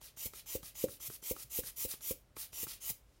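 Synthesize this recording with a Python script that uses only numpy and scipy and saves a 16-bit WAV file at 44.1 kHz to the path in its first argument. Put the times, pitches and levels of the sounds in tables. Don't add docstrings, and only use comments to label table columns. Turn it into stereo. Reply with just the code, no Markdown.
import sys
import numpy as np
from scipy import signal
from scipy.fft import rfft, irfft
from scipy.io import wavfile
from scipy.ndimage import map_coordinates

SR = 44100
rng = np.random.default_rng(int(sys.argv[2]) if len(sys.argv) > 2 else 0)


def store_pcm(level_fs):
    pcm = np.round(np.clip(level_fs, -1, 1) * 32767).astype(np.int16)
    wavfile.write(sys.argv[1], SR, np.atleast_2d(pcm).T)


N = 141120


def amp(db):
    return 10 ** (np.asarray(db) / 20)


def evened(x):
    return x / np.sqrt(np.mean(x ** 2) + 1e-20)


def read(points, hz):
    f, value = np.transpose(points)
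    return np.interp(np.log(hz + 1), np.log(f + 1), value)


def add(mix, start_s, sound):
    part = mix[..., max(round(start_s * SR), 0):][..., :sound.shape[-1]]
    part += sound[..., :part.shape[-1]]


def flutter(per_s):
    hz = np.fft.rfftfreq(N, 1 / SR)
    return evened(irfft(rfft(rng.standard_normal(N)) * np.exp(-(hz / per_s) ** 2), N))


def sway():
    t = np.arange(N) / SR
    return evened(sum(np.sin(2 * np.pi * (f * t + rng.random())) for f in np.geomspace(.5, 4, 8)))


def noise(colour, same, side=None, lead=None):
    hz = np.fft.rfftfreq(N, 1 / SR)
    a, b = rfft(rng.standard_normal((2, N)))
    likeness = np.clip(read(same, hz), 0, 1)
    z = np.array([a, likeness * a + np.sqrt(1 - likeness ** 2) * b])
    if side is not None:
        pan, turn = amp(read(side, hz) / 2), read(lead, hz)
        z = z * np.array([pan * np.exp(1j * turn), 1 / pan])
        z = z / np.sqrt(pan ** 2 + pan ** -2 + 2 * likeness * np.cos(turn))
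    return evened(irfft(z * amp(read(colour, hz)), N))


def resonate(x, hz, width_hz):
    turn = np.exp(2j * np.pi * np.cumsum(hz * np.ones(N)) / SR)
    r = np.exp(-np.pi * width_hz / SR)
    return 2 * (turn * signal.lfilter([(1 - r) ** 2], [1, -2 * r, r * r], x / turn)).real


def hiss(air, body, treble):
    treble_hz, flutter_db, flutter_per_s = 7900, 1.0, 150
    hz = np.fft.rfftfreq(N, 1 / SR)
    low = irfft(rfft(air) / (1 + (hz / treble_hz) ** 6), N)
    return (low * body + (air - low) * treble) * amp(flutter_db * flutter(flutter_per_s))


def noise_floor():
    floor_db = -65
    # frequency in Hz, relative level in dB.
    floor_colour = [(22, -19), (50, -1.5), (70, -14), (114, -12.5), (153, -20.5), (416, -25), (531, -22.5),
                    (775, -29.5), (2100, -34), (16000, -45)]
    # frequency in Hz, likeness 0-1.
    floor_likeness = [(100, 0.94), (600, 0.52), (3000, 0.052)]
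    return amp(floor_db) * noise(floor_colour, floor_likeness)


def room(x):
    rise_s = 0.0036
    # frequency in Hz, t60 in seconds.
    room_t60 = [(150, 0.27), (500, 0.18), (2000, 0.3), (15000, 0.2)]
    hz, t, z = signal.stft(rng.standard_normal((2, SR // 2)), SR, nperseg=256)
    decay = amp(-60 * t / read(room_t60, hz)[:, None])
    tail = signal.istft(z * decay, SR, nperseg=256)[1]
    tail *= np.minimum(np.arange(tail.shape[1]) / SR / rise_s, 1)
    return signal.fftconvolve(x, tail / np.linalg.norm(tail[0]), axes=1)[:, :N]


def table(x, count=5):
    taps = np.zeros((2, SR // 50))
    for side in taps:
        delays = rng.integers(SR // 1500, SR // 160, count)
        side[delays] = rng.choice([-1., 1.], count) / np.sqrt(count)
    return signal.fftconvolve(x, taps, axes=1)[:, :N]


def off_paper(x):
    echo_s, echo_gain, sway_share = 0.000986, 0.22, 0.069
    back = np.arange(N) - echo_s * SR * (1 + sway_share * sway())
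    return x + echo_gain * np.array([map_coordinates(side, [back], order=3) for side in x])


def low_thuds():
    thud_hz, peak_s = 120, 0.0069
    # start in seconds, relative level in dB.
    thuds = [(1.083, -47.5), (1.444, -54.5), (2.632, -54), (2.901, -51)]
    out, t = np.zeros(N), np.arange(SR // 10) / SR
    thud = t / peak_s * np.exp(1 - t / peak_s) * np.sin(2 * np.pi * thud_hz * t)
    for start_s, db in thuds:
        add(out, start_s, amp(db) * thud)
    return out


def valve():
    tick_peak_s, peel_s, chatter = 0.001553, 0.004, 0.11
    # time in seconds, knock peak in dB, relative tick level in dB.
    valve_opens = [(0.015, -56, -39.5), (.336, -45.5, -37.5), (0.631, -45, -36.5), (0.885, -40, -40),
                   (1.101, -38.5, -39), (1.365, -39, -43), (1.636, -42.5, -39), (1.939, -42, -37),
                   (2.367, -39, -33), (2.669, -40, -48)]
    # time in seconds, knock peak in dB, relative tick level in dB.
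    valve_shuts = [(.172, -50.5, -54), (0.461, -56, -48), (0.754, -56, -39.5), (1.002, -51.5, -54),
                   (1.227, -47.5, -44), (2.009, -64, -38), (2.531, -50.5, -37)]
    # frequency in Hz, relative level in dB, t60 in seconds.
    flap_modes = [(393, 0, 0.0099), (950, -6, 0.0033), (1250, 0.5, 0.0054)]
    out, t = np.zeros((2, N)), np.arange(SR // 20) / SR
    flap = sum(amp(db - 60 * t / t60_s) * np.sin(2 * np.pi * hz * t) for hz, db, t60_s in flap_modes)
    tick_shape = t / tick_peak_s * np.exp(1 - t / tick_peak_s)
    for flip_s, knock_db, tick_db in valve_opens + valve_shuts:
        peel = (t == 0) + chatter * rng.standard_normal(len(t)) * np.exp(-t / peel_s)
        knock = signal.fftconvolve(flap, peel)[:len(t)]
        tick = signal.lfilter([1], [1, -.4], rng.standard_normal((2, len(t)))) * tick_shape
        add(out, flip_s, amp(knock_db) * knock / abs(knock).max())
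        add(out, flip_s - tick_peak_s, amp(tick_db) * tick / 4)
    return out


def refill():
    open_power, close_power, brighten = 1.17, 2.6, 0.26
    slurp_hz, slurp_fall_share, slurp_width_hz = 5560, 0.66, 3070
    slurp_db, slurp_flutter_db, slurp_flutter_per_s = -4, 3, 70
    # start, fullest and end in seconds, relative level in dB, treble in dB.
    refills = [(.002, 0.05, 0.14, -48, -1.5), (0.315, 0.383, 0.44, -45.5, -1.5),
               (0.615, 0.661, 0.75, -47.5, 1.5), (0.86, 0.917, 1.012, -52, 5.5),
               (1.058, 1.152, 1.18, -47.5, 4), (1.333, 1.435, 1.44, -44, 1),
               (1.615, 1.686, 1.723, -41.5, 2), (1.867, 1.917, 1.973, -40.5, 5),
               (2.353, 2.412, 2.496, -42.5, 4), (2.657, 2.691, 2.815, -42.5, 0.5),
               (2.98, 3.175, 3.2, -69.5, -10)]
    # frequency in Hz, relative level in dB.
    inlet_colour = [(300, -15.5), (1400, -10.5), (2400, -6), (4000, -6), (6000, -3.5), (8000, -5),
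                    (9000, 0.5), (13000, 0), (16000, -3.5)]
    # frequency in Hz, left minus right in dB.
    inlet_side = [(1500, 1), (4500, 3.5), (7000, 4.5), (9500, 2), (11500, -2), (14500, -8.5)]
    # frequency in Hz, likeness 0-1.
    inlet_likeness = [(500, 0.73), (4000, 0.14), (6000, 0.22), (10500, 0.077), (15000, 0.73)]
    # frequency in Hz, lead in radians.
    inlet_lead = [(1500, 0.77), (5000, 1), (8000, 2.65)]
    body, treble, slurp = np.zeros((3, N))
    pitch_hz = np.full(N, float(slurp_hz))
    for start_s, top_s, end_s, db, treble_db in refills:
        t = np.arange(start_s, end_s, 1 / SR)
        progress = np.interp(t, [start_s, top_s, end_s], [0, .5, 1])
        arch = abs(np.sin(np.pi * progress))
        flow = arch ** np.where(t < top_s, open_power, close_power)
        add(body, start_s, amp(db) * flow)
        add(treble, start_s, amp(db + treble_db) * flow ** (1 + brighten))
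        add(slurp, start_s, amp(db + slurp_db) * arch ** 3 * progress)
        add(pitch_hz, start_s, -slurp_hz * slurp_fall_share * progress ** 2)
    gap = evened(resonate(noise(inlet_colour, inlet_likeness), pitch_hz, slurp_width_hz))
    gap = gap * amp(slurp_flutter_db * flutter(slurp_flutter_per_s))
    air = noise(inlet_colour, inlet_likeness, inlet_side, inlet_lead)
    return hiss(air, body, treble) + slurp * gap


def thumps():
    ring_rise_s, ring_decay_s, ring_sag_share, ring_glide_s = 0.0016, 0.0046, 0.98, 0.0012
    push_hz, push_decay_s = 55, 0.0061
    note_hz, note_decay_s, note_db = 301.5, 0.0096, -11
    scuff_cut_hz, scuff_db = 680, -27
    pat_after_s, pat_width_s = 0.00712, 0.0014
    # time in seconds, ring level in dB, settled ring pitch in Hz,
    # push level in dB, pat level in dB (levels relative).
    wall_contacts = [(0.2562, -49, 535, -42, -39.5), (0.5518, -33, 533, -33.5, -51.5),
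                     (0.8395, -23, 538, -41, -56), (1.3104, -32, 534, -32.5, -54),
                     (1.5876, -34, 515, -33.5, -56), (1.8494, -39, 532, -36.5, -46),
                     (2.1086, -34, 536, -35, -48), (2.6314, -46.5, 490, -38.5, -58),
                     (2.9010, -48.5, 196, -40, -55)]
    rings, pushes = np.zeros((2, N))
    t = np.arange(SR // 8) / SR
    dull = signal.butter(4, scuff_cut_hz, fs=SR, output="sos")
    rise = 1 - np.exp(-t / ring_rise_s)
    shape = rise * np.exp(-t / ring_decay_s)
    low_note = amp(note_db) * rise * np.exp(-t / note_decay_s) * np.sin(2 * np.pi * note_hz * t)
    pat = np.exp(-((t - pat_after_s) / pat_width_s) ** 2)
    push = signal.sosfilt(dull, np.cos(2 * np.pi * push_hz * t + np.pi / 3)) * np.exp(-t / push_decay_s)
    for meet_s, ring_db, ring_hz, push_db, pat_db in wall_contacts:
        turns = np.cumsum(ring_hz * (1 - ring_sag_share * np.exp(-t / ring_glide_s))) / SR
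        cavity = shape / shape.max() * np.sin(2 * np.pi * turns)
        scuff = shape * evened(signal.sosfilt(dull, rng.standard_normal(len(t))))
        add(rings, meet_s, -amp(ring_db) * (cavity + low_note) + amp(scuff_db + ring_db / 2) * scuff)
        add(rings, meet_s, amp(pat_db) * pat)
        add(pushes, meet_s, -amp(push_db) * push)
    return rings, pushes


def jet():
    rise_s, stop_s, surge_s, surge_share = 0.024, 0.0082, 0.019, 0.38
    brighten = 0.67
    whistle_width_hz, whistle_db, whistle_left_db = 590, -4, -23
    pipe_width_hz, pipe_drift_share = 260, 0.035
    # start and end in seconds, relative jet level in dB, crescendo in dB, treble in dB,
    # whistle's first and last pitch in Hz.
    squeezes = [(0.161, 0.266, -35.5, 6.5, -2.5, 13200, 13500), (.455, 0.561, -35, 7, -3.5, 11800, 14900),
                (0.744, 0.844, -36.5, 5.5, -3, 11300, 13700), (0.995, 1.076, -38, 3, -3, 12000, 12400),
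                (1.217, 1.317, -34.5, 8, -0.5, 9600, 15700), (1.495, 1.595, -33.5, 8, 1, 9300, 16800),
                (1.758, 1.856, -35, 3, 0, 10400, 16800), (2.009, 2.117, -35, 7, 1, 9300, 17100),
                (2.519, 2.64, -35, 8, -1.5, 9300, 15200), (2.8, 2.907, -34, 10, 0, 7900, 16300)]
    # frequency in Hz, relative level in dB.
    nozzle_modes = [(3050, -21), (6050, -11), (7150, -12)]
    # frequency in Hz, relative level in dB.
    jet_colour = [(180, -61), (300, -14.5), (550, -18.5), (1300, -19), (1750, -22), (2170, -12),
                  (2980, -11), (4370, -13), (6100, -7.5), (8500, -7), (11100, -2.5), (13800, -1),
                  (16000, -3)]
    # frequency in Hz, left minus right in dB.
    jet_side = [(1500, 1.5), (6000, 1.5), (8000, 4), (10000, -2.5), (11200, 0), (13000, -15), (16000, -6.5)]
    # frequency in Hz, likeness 0-1.
    jet_likeness = [(500, 0.86), (3000, 0.72), (5000, 0.63), (9500, 0.64), (13000, 0.98)]
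    # frequency in Hz, lead in radians.
    jet_lead = [(3000, 0), (4800, 1), (8000, 0)]
    body, treble, early = np.zeros((3, N))
    pitch_hz = np.full(N, SR / 4)
    for start_s, end_s, db, swell_db, treble_db, first_hz, last_hz in squeezes:
        length_s = end_s - start_s
        t = np.arange(0, length_s + .1, 1 / SR)
        left_s, over_s = np.maximum(length_s - t, 0), np.maximum(t - length_s, 0)
        to_go = left_s / length_s
        surge_db = surge_share * swell_db * (np.exp(-left_s / surge_s) - 1)
        flow = (1 - np.exp(-t / rise_s)) * np.exp(-over_s / stop_s)
        flow *= amp(-swell_db * to_go ** 2 / 2 + surge_db)
        add(body, start_s, amp(db) * flow)
        add(treble, start_s, amp(db + treble_db - brighten * swell_db * to_go) * flow)
        add(early, start_s, amp(db) * flow * to_go)
        pitch_hz[round(start_s * SR):][:len(t)] = last_hz + (first_hz - last_hz) * to_go
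    tone = evened(resonate(rng.standard_normal(N), pitch_hz, whistle_width_hz))
    whistle = amp(whistle_db) * treble * tone
    pipe = np.zeros((2, N))
    for hz, db in nozzle_modes:
        drifting_hz = hz * (1 + pipe_drift_share * sway())
        pipe += amp(db) * evened(resonate(rng.standard_normal((2, N)), drifting_hz, pipe_width_hz))
    air = hiss(noise(jet_colour, jet_likeness, jet_side, jet_lead), body, treble)
    return off_paper(air + early * pipe) + whistle * amp([[whistle_left_db], [0]])


def scene():
    table_db, hiss_room_db, thump_room_db = -8, -8.5, -9
    air = jet() + refill() + valve()
    rings, pushes = thumps()
    boom = room(np.array([rings, rings]))
    boom = boom[0] + 0.4 * np.array([[1], [-1]]) * boom[1]
    bulb = rings + pushes + low_thuds() + amp(thump_room_db) * boom
    bulb = bulb * amp([[.4], [-.4]])
    return air + amp(table_db) * table(air) + amp(hiss_room_db) * room(air) + bulb + noise_floor()


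def record(dry):
    rumble_cut_hz, edge_hz = 33, 16020
    lean = signal.sosfilt(signal.butter(2, rumble_cut_hz, "high", fs=SR, output="sos"), dry)
    band_limit = signal.firwin(511, edge_hz, window=("kaiser", 9), fs=SR)
    return signal.oaconvolve(lean, band_limit[None], "same")


dry = scene()
out = record(dry)
store_pcm(out)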